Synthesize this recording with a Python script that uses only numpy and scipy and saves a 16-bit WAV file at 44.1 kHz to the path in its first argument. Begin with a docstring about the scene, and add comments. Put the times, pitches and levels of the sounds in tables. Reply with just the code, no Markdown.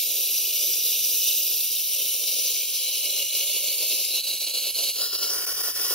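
"""A pop-up lawn sprinkler hisses close to a two-port microphone: a turbulent jet of air and mist over the
resonances of its riser pipe. Far off a machine hums over a low outdoor rumble. From 1.45 s to 3 s the
head turns slowly away, and the rumble starts to swell. From 4.1 s the head sinks into the turf in three
steps, each giving the hiss a new colour, while slugs of water, rare at first, choke the nozzle often."""
import sys
import numpy as np
from scipy import signal
from scipy.fft import rfft, irfft, next_fast_len
from scipy.io import wavfile
from scipy.ndimage import uniform_filter1d, map_coordinates

SR = 44100
rng = np.random.default_rng(int(sys.argv[2]) if len(sys.argv) > 2 else 0)


def transcribe(u):
    """Save the signal u as a 16-bit wav file named by the first command-line argument.

    u: samples, shape (n,) or (channels, n), limited to [-1, 1]; the rate is SR.
    q: integer samples, one column per channel.
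    """
    v = np.clip(np.atleast_2d(u).T, -1, 1)
    q = np.round(v * 32767).astype(np.int16)
    wavfile.write(sys.argv[1], SR, q)


N = 261954


def amp(db):
    """Amplitude ratio of a level in decibels."""
    return 10 ** (np.asarray(db) / 20)


def unit(x):
    """Normalisation to rms 1."""
    return x / np.sqrt(np.mean(np.abs(x) ** 2) + 1e-20)


def columns(rows, at):
    """Linear interpolation of each later column against the first."""
    axis, *values = np.transpose(rows)
    return np.array([np.interp(at, axis, column) for column in values])


def on_log_hz(rows, hz):
    """Interpolation of a spectrum's columns on a logarithmic frequency axis."""
    rows = np.array(rows, float)
    return columns(np.c_[np.log(rows[:, 0]), rows[:, 1:]], np.log(hz + 1))


def bump(t, centre_s, width_ms):
    """Gaussian pulse of height 1, its width taken at half height."""
    return np.exp(-4 * np.log(2) * ((t - centre_s) * 1000 / width_ms) ** 2)


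def wobble(rate, t):
    """Random modulation of rms 1: a spline through `rate` knots a second."""
    knots = rng.standard_normal(int(N * rate / SR) + 4)
    return unit(map_coordinates(knots, [t * rate], mode="nearest"))


def patches(hz, t, bins, span):
    """Random field of rms 1, correlated over `bins` frequency bins and `span` frames."""
    field = uniform_filter1d(rng.standard_normal((len(hz), len(t))), size=bins, axis=0)
    return unit(uniform_filter1d(field, size=span, axis=1))


def coloured(x, gain):
    """Zero-phase filtering: the spectrum of x times a gain of frequency."""
    size = next_fast_len(N + 8192)
    return irfft(rfft(x, size) * gain(np.fft.rfftfreq(size, 1 / SR)), size)[..., :N]


def frames(x, size):
    """Short-time Fourier transform with three quarters of overlap."""
    return signal.stft(x, SR, nperseg=size, noverlap=size * 3 // 4)


def samples(spectra, size):
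    """Overlap-add synthesis from short-time spectra."""
    return signal.istft(spectra, SR, nperseg=size, noverlap=size * 3 // 4)[1][..., :N]


def spray(frame=1024):
    """Turbulence and tearing droplets radiate broadband noise, partly coherent at two spaced ports."""
    # coherence of the side wave with the mid wave: (frequency [Hz], coherence [0-1])
    coherences = [(300, 0.94), (1500, 0.72), (4000, 0.92), (8000, 0.53), (15000, .7)]
    droplet_db = unit(uniform_filter1d(rng.standard_normal(N), size=12))
    turbulence = unit(amp(droplet_db) * rng.standard_normal((2, N)))
    hz, t, (mid, stray) = frames(turbulence, frame)
    mid_db, side_db, balance_db = hiss_colour(hz, t)
    side_gain = amp(side_db - mid_db)
    coherence = on_log_hz(coherences, hz)[0][:, None]
    # the side wave's in-phase part tilts the balance; its quadrature part makes the left port lead
    imbalance = np.tanh(balance_db * np.log(10) / 20)
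    in_phase = np.clip(imbalance * (1 + side_gain ** 2) / (2 * side_gain), -coherence, coherence)
    quadrature = np.sqrt(coherence ** 2 - in_phase ** 2)
    side = side_gain * ((in_phase + 1j * quadrature) * mid + np.sqrt(1 - coherence ** 2) * stray)
    # slowly changing narrow ridges stand for echoes off turf and leaves
    ridges_db = 2.36 * np.clip(hz[:, None] / 2500, 0, 1) * patches(hz, t, bins=2, span=90)
    steady = samples(amp(mid_db + ridges_db) * np.array([mid + side, mid - side]), frame)
    hz, t, spectra = frames(steady, frame // 4)  # shorter frames resolve the brief chokes
    return samples(spectra * amp(nozzle_flow_db(hz, t)), frame // 4)


def hiss_colour(hz, t):
    """Spectral interpolation: mid, side and balance [dB] blend as the head turns and sinks."""
    # colour of the hiss at each head position, in three lists for riser pipe, jet and mist:
    # (frequency [Hz], mid level [dB], side level [dB], left minus right [dB])
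    # in `turned` and `low` a narrow notch is filtered out of the mid wave near 8 kHz
    facing = ([(217, -34, -69, 16), (347, -12.5, -13.5, 18), (470, -9, -20.5, 8), (593, -8.5, -19, -1.5),
               (740, -24, -69, -1), (1450, -29.5, -43, -1), (1660, -38.5, -25, 2.5), (1920, -38, -49, -1),
               (2082, -29, -31, 4.1)], [(2167, -14, -16, 4), (2500, -6, -39, -4.5), (2990, 0.5, -15, 5),
               (3160, -5, -7.5, -1), (4040, 2, -26, 2.5), (4500, -10, -11, -3), (4920, 0, -0.5, 3),
               (5520, -1, -7, 15), (5720, 6, -9, 0.5), (6260, -0.5, -4, 3), (5980, -21, 5, 1),
               (6680, -4.5, -8, -2), (7060, -7.5, -16, -2)], [(7400, -7.5, -1, -3), (7460, -12, -11, -1),
               (8000, -12.5, -9, 2), (9900, -0.5, -3, -1.5), (10300, -9, 1, -2), (10600, -3, 6.5, -2.5),
               (11020, -6.5, 4, -2.5), (11770, 2.5, -1, -3), (12200, -4.5, -5, 0), (13100, -1.5, 0, 0),
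               (13500, -1.5, -2, 2), (13950, 8, -3, -3), (14650, -7.5, 0, -3), (15600, -2.5, 1.5, -2)])
    turned = ([(223, -30, -56, 9), (334, -12, -14, 14), (595, -3, -23, -1), (693, -18, -23, -4),
               (780, -22, -44, 3), (990, -22, -48, -0.5), (1810, -29, -23, 4), (1950, -36, -37, 2.9),
               (2060, -19, -22, 7)], [(2224, -3.5, -10, 0.1), (2470, -3.5, -42, -0.5), (2890, 5, -9, 0.6),
               (3310, -4, -4, 3.0), (4050, 6.5, -28, -0.5), (4715, -5, -16, -3), (4630, -9.5, 5, 2.6),
               (5020, 1, -2, 6), (5390, -1.5, -3, 4), (6070, 6, -5.6, -1), (6210, -5.5, 3, -1.2),
               (7200, -6.5, -14.9, -1.8), (7010, -4, -9, -2.5)], [(7340, -4, 6, -3.5), (7440, -22, 1, 4),
               (7750, -55, -12.9, 1.8), (8300, -11.5, -13.2, 0.5), (8540, -6.5, 0, 1.5),
               (9640, 1.5, -4, -1.5), (10320, -5.5, 3.5, -5), (11230, -7, 3, 2), (12000, 0, -2, 0.3),
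               (12050, -12, -5.0, -1.3), (12500, 1, -1, -3), (14000, -2, 1, -0.5), (14330, -12, 0, -1),
               (15340, 0, -6, -3)])
    partly_sunk = ([(223, -30.5, -40, 6), (326, -11.5, -15, 10), (550, -5, -24, 0), (640, -7, -18, -4),
                    (830, -25, -32, 0), (970, -18, -32, 1), (1240, -26, -33, 1), (1400, -16.5, -28, 4),
                    (1590, -26.5, -23, 4), (1730, -20.5, -27, 4), (1880, -32, -26, 4), (2070, -25, -24, 4)],
                    [(2220, -6, -12, -1), (2480, -5.5, -28, 1), (2920, 5, -14, -1), (3230, -3.5, -7, 2.6),
                    (3730, 0, -26, 0.1), (4020, 8.5, -2, -2), (4550, 8, 3, 1), (5060, -2.5, -11, 1.7),
                    (5210, -3, -2, -2.1), (5600, -14, -5.0, 2.6), (5800, -0.5, 0, 0), (6680, -4, -6.0, -4),
                    (6960, -0.5, -12.4, -2.7)], [(7260, -15, -3, -1.4), (8000, -7, -4.5, 4),
                    (9000, -6, -16.2, -0.4), (9690, -13.3, -9.0, -1.7), (10270, -3, 3.5, -5),
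                    (11460, 1, 5.5, -2.5), (12000, -19, -16, -0.5), (12500, 1, -5.3, -0.0),
                    (12640, 0, 2, 1), (13500, -13, -10.4, -1.9), (13900, -1, -6, -1.3),
                    (14900, -7.1, 1, -4.1), (15160, -10.1, -0.5, -2.9), (15720, -3, -10.1, -2)])
    low = ([(224, -28.5, -34, 9), (358, -5, -14, 7), (607, -3, -19, -2), (850, -18, -22, -2),
            (1110, -5.5, -16, 4), (1230, -17, -15, 4), (1390, 2, -8, 5), (1580, -22, -16, 5),
            (1720, -11, -15, 8), (1930, -13.5, -13, 8), (2100, -26, -20, 2), (2220, -12, -22, 2)],
            [(2380, -20, -24.5, 0.8), (2660, -6, -26.5, 0.1), (3000, 1, -11.2, 0.7), (3140, -2.5, -3, 3.2),
            (3620, -4, -16.6, 0.3), (4100, 3.5, -9.0, -1.7), (4390, 4, 7, -2), (5080, 5, 2, 4),
            (5280, 5.5, 5, 3), (5940, -8, -2, 3.1), (6200, -5, 0, -0.5), (6650, -17, -9.8, -1.1),
            (6940, -0.5, -7, -1.9)], [(7300, -7, -3, -1.6), (7850, -40, -7, -2), (8800, -16, -22.3, -0.3),
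            (8800, -10, -10, -0.2), (10340, -7, 8.5, -1), (10900, -1.5, 1.7, -0.6), (11840, -5, -6, -1.9),
            (13390, -5, 2, -3.1), (13650, -9.4, -4, -1.8), (13910, -10, -3.7, -1.3), (14470, 0, -7.1, -1.1),
            (14860, -8.4, 0, -1.6), (15300, 1, -1.5, -3.3), (15720, -3.9, -4.8, -5.8)])
    sunk = ([(223, -28.5, -33, 9), (360, -5.5, -14, 7), (560, -4, -19, -1), (880, -14.5, -19, -3),
             (1070, -0.5, -15, 4), (1210, -11, -10, 3), (1430, -1, -9, 5), (1620, -13.5, -9, 8),
             (1770, -3.5, -8, 8), (1950, -6, -9, 9), (2100, -22, -13, 6)], [(2170, -8.5, -10.5, 2.7),
             (2500, -13.0, -13, 2.0), (2800, -7, -26.4, 0.0), (3140, -3.5, -4, 1.5), (3420, -4, -5, 2.7),
             (3850, -15, -2, 0.5), (3620, -8, -9.4, 0.8), (4330, -11, -4, -0.1), (4860, 3.5, 5.5, 0.5),
             (5580, 2.9, 4.9, 3.5), (6500, -8, -4, 0), (6650, -3.5, -9.8, -4.0), (6980, -11, -8.0, -2.5)],
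             [(7200, -6, -7, -2), (8260, -21, -3, 0.4), (8450, -17, -4.6, 0.3), (8960, -24, -5.9, -0.1),
             (9620, 2, -4.2, -1), (10100, -7, -8.5, -4.8), (10240, 0.5, -3.6, -5.0), (10800, 4, -4.9, -4.4),
             (11170, 4.5, -7.7, -1.7), (11120, -7, -2, -0.3), (12960, -6, -8.6, -0.5), (14430, 1, 5, -3.2),
             (15460, -1, -8.3, -2.3), (15720, -7.9, -9.1, -0.8)])
    # upward drift within each position: (time of rest pitch [s], jet rate [%/s], mist rate [%/s])
    glides = [(1.2, 0.1, .4), (2.1, 0.3, 2.3), (4.5, 3.6, .6), (5.15, 22, 3), (5.65, 1.8, 0.3)]
    # travel from one position to the next: (start [s], end [s])
    moves = [(1.45, 3.01), (4.1, 4.21), (4.94, 5.02), (5.28, 5.34)]
    positions = (facing, turned, partly_sunk, low, sunk)
    colour, *later = [glided(bands, hz, t, *glide) for bands, glide in zip(positions, glides)]
    for (start, end), target in zip(moves, later):
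        share = np.clip((t - start) / (end - start), 0, 1)
        colour = (1 - share) * colour + share * target
    return colour


def glided(bands, hz, t, rest_s, jet_rate, mist_rate):
    """Frequency scaling: jet and mist bands glide as the nozzle moves; the pipe's resonances stay put."""
    pipe, jet, mist = bands
    hz = hz[:, None]
    in_jet = np.clip(hz / 1500 - 1.5, 0, 1)
    in_mist = np.clip((hz - 6600) / 800, 0, 1)
    percent_per_s = (1 - in_mist) * in_jet * jet_rate + in_mist * mist_rate
    stretch = 1 + np.clip(percent_per_s * (t - rest_s) / 100, -0.07, 0.07)
    bass_floor = [(120, -36, -62, 0)]
    return on_log_hz(bass_floor + pipe + jet + mist, hz / stretch)


def nozzle_flow_db(hz, t):
    """Amplitude modulation by the flow: it flutters, slugs choke it, pent-up air surges after each."""
    # strength of the flow: (time [s], hiss gain [dB], pipe gain relative to the hiss [dB])
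    flow = [(0, -23.5, 0), (0.6, -23, -.5), (1.3, -22, -3), (1.5, -23, 0), (1.7, -24.5, -6),
            (2.0, -24, -1.5), (2.45, -24, 0), (2.7, -25.5, -4.5), (3.1, -25.5, 0.5), (3.7, -24, 0),
            (4.15, -24.5, -.5), (4.55, -26.5, 0), (4.8, -23.5, 3), (5.3, -26, 0), (5.94, -25, 1.5)]
    # water slugs in the nozzle: (time [s], dip before weighting by frequency [dB], width [ms])
    slugs = [(0.52, -5, 9.5), (2.668, -3, 18), (3.273, -2.5, 44), (3.314, -3, 25), (4.085, -2.5, 41),
             (4.226, -8, 23), (4.26, -5.5, 12), (4.319, -3.5, 16), (4.389, -6.5, 21), (4.459, -6, 11),
             (4.526, -7.5, 21), (4.729, -9, 34), (4.928, -7.0, 35), (5.092, -5, 65), (5.174, -5.5, 21),
             (5.288, -4, 12), (5.354, -1, 11), (5.46, -10.5, 8.7), (5.555, -6, 42), (5.626, -6.5, 14),
             (5.731, -8, 46)]
    surge_share, surge_delay_s, surge_ms = 0.12, 0.063, 36
    hiss_db, pipe_db = columns(flow, t)
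    choke_db = sum(db * (bump(t, s, ms) - surge_share * bump(t, s + surge_delay_s, surge_ms))
                   for s, db, ms in slugs)
    roughness = np.interp(t, [0, 2.5, 5.9], [0.55, 1.1, 1.5])  # grows as the pressure falls
    flutter_db = roughness * (0.32 * wobble(14, t) + 0.55 * wobble(45, t) + 0.6 * wobble(120, t))
    unsteady_db = choke_db + flutter_db
    # the air column in the riser feels each slug more than the free jet does
    in_pipe = np.clip(np.log2(1500 / (hz[:, None] + 1)), 0, 1)
    gurgle_db = pipe_db + 0.67 * unsteady_db + 1.07 * wobble(25, t)
    # mist already in flight keeps fizzing, so the treble follows the nozzle less
    follow = np.interp(hz, [3000, 12000], [1.1, 0.8])[:, None]
    flicker_db = 1.07 * patches(hz, t, bins=6, span=14)
    return hiss_db + follow * unsteady_db + in_pipe * gurgle_db + flicker_db


def noise(gain):
    """Spectral shaping of white noise by a gain of frequency, at rms 1."""
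    return unit(coloured(rng.standard_normal(N), gain))


def machine_hum():
    """Narrow-band noise is heard as unsteady tones: the hum of a far machine."""
    # Gaussian spectral lines: (frequency [Hz], standard deviation [Hz], level against the rumble [dB])
    lines = [(64, 9, -5.5), (175, 5.5, -9)]
    return sum(amp(db) * noise(lambda hz: np.exp(-0.5 * ((hz - centre) / width) ** 2))
               for centre, width, db in lines)


def yard():
    """Long waves reach both ports nearly alike: rumble and hum hold, then swell, bulging once."""
    # spectrum of the outdoor rumble: (frequency [Hz], relative spectral level [dB])
    spectrum = [(12, -42), (20, -16), (64, -1.5), (177, -5.5), (203, -13), (260, -13), (340, -32),
                (570, -120)]
    start_db, swell_from_s, swell_db_per_s, bulge_db = -77.5, 2.35, 3, 4
    rumble_gain = lambda hz: amp(on_log_hz(spectrum, hz)[0])
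    mid = machine_hum() + noise(rumble_gain)
    side = amp(-11) * noise(lambda hz: rumble_gain(hz) / (1 + (hz / 80) ** 2))
    t = np.arange(N) / SR
    swell_db = swell_db_per_s * np.maximum(t - swell_from_s, 0)
    gain_db = start_db + swell_db + bulge_db * bump(t, centre_s=3.94, width_ms=90)
    lean_right = amp([[-1.5], [1.5]])
    return amp(gain_db) * lean_right * np.array([mid + side, mid - side])


def scene():
    """Superposition of the sprinkler and the yard."""
    return spray() + yard()


def record(dry, limit_hz=16252):
    """Band limiting: a steep low-pass filter that passes nothing above its limit."""
    # low-pass response: (frequency [Hz], gain [dB])
    roll_off = [(15745, 0), (15820, -38), (16250, -62)]
    return coloured(dry, lambda hz: amp(on_log_hz(roll_off, hz)[0]) * (hz < limit_hz))


dry = scene()
out = record(dry)
transcribe(out)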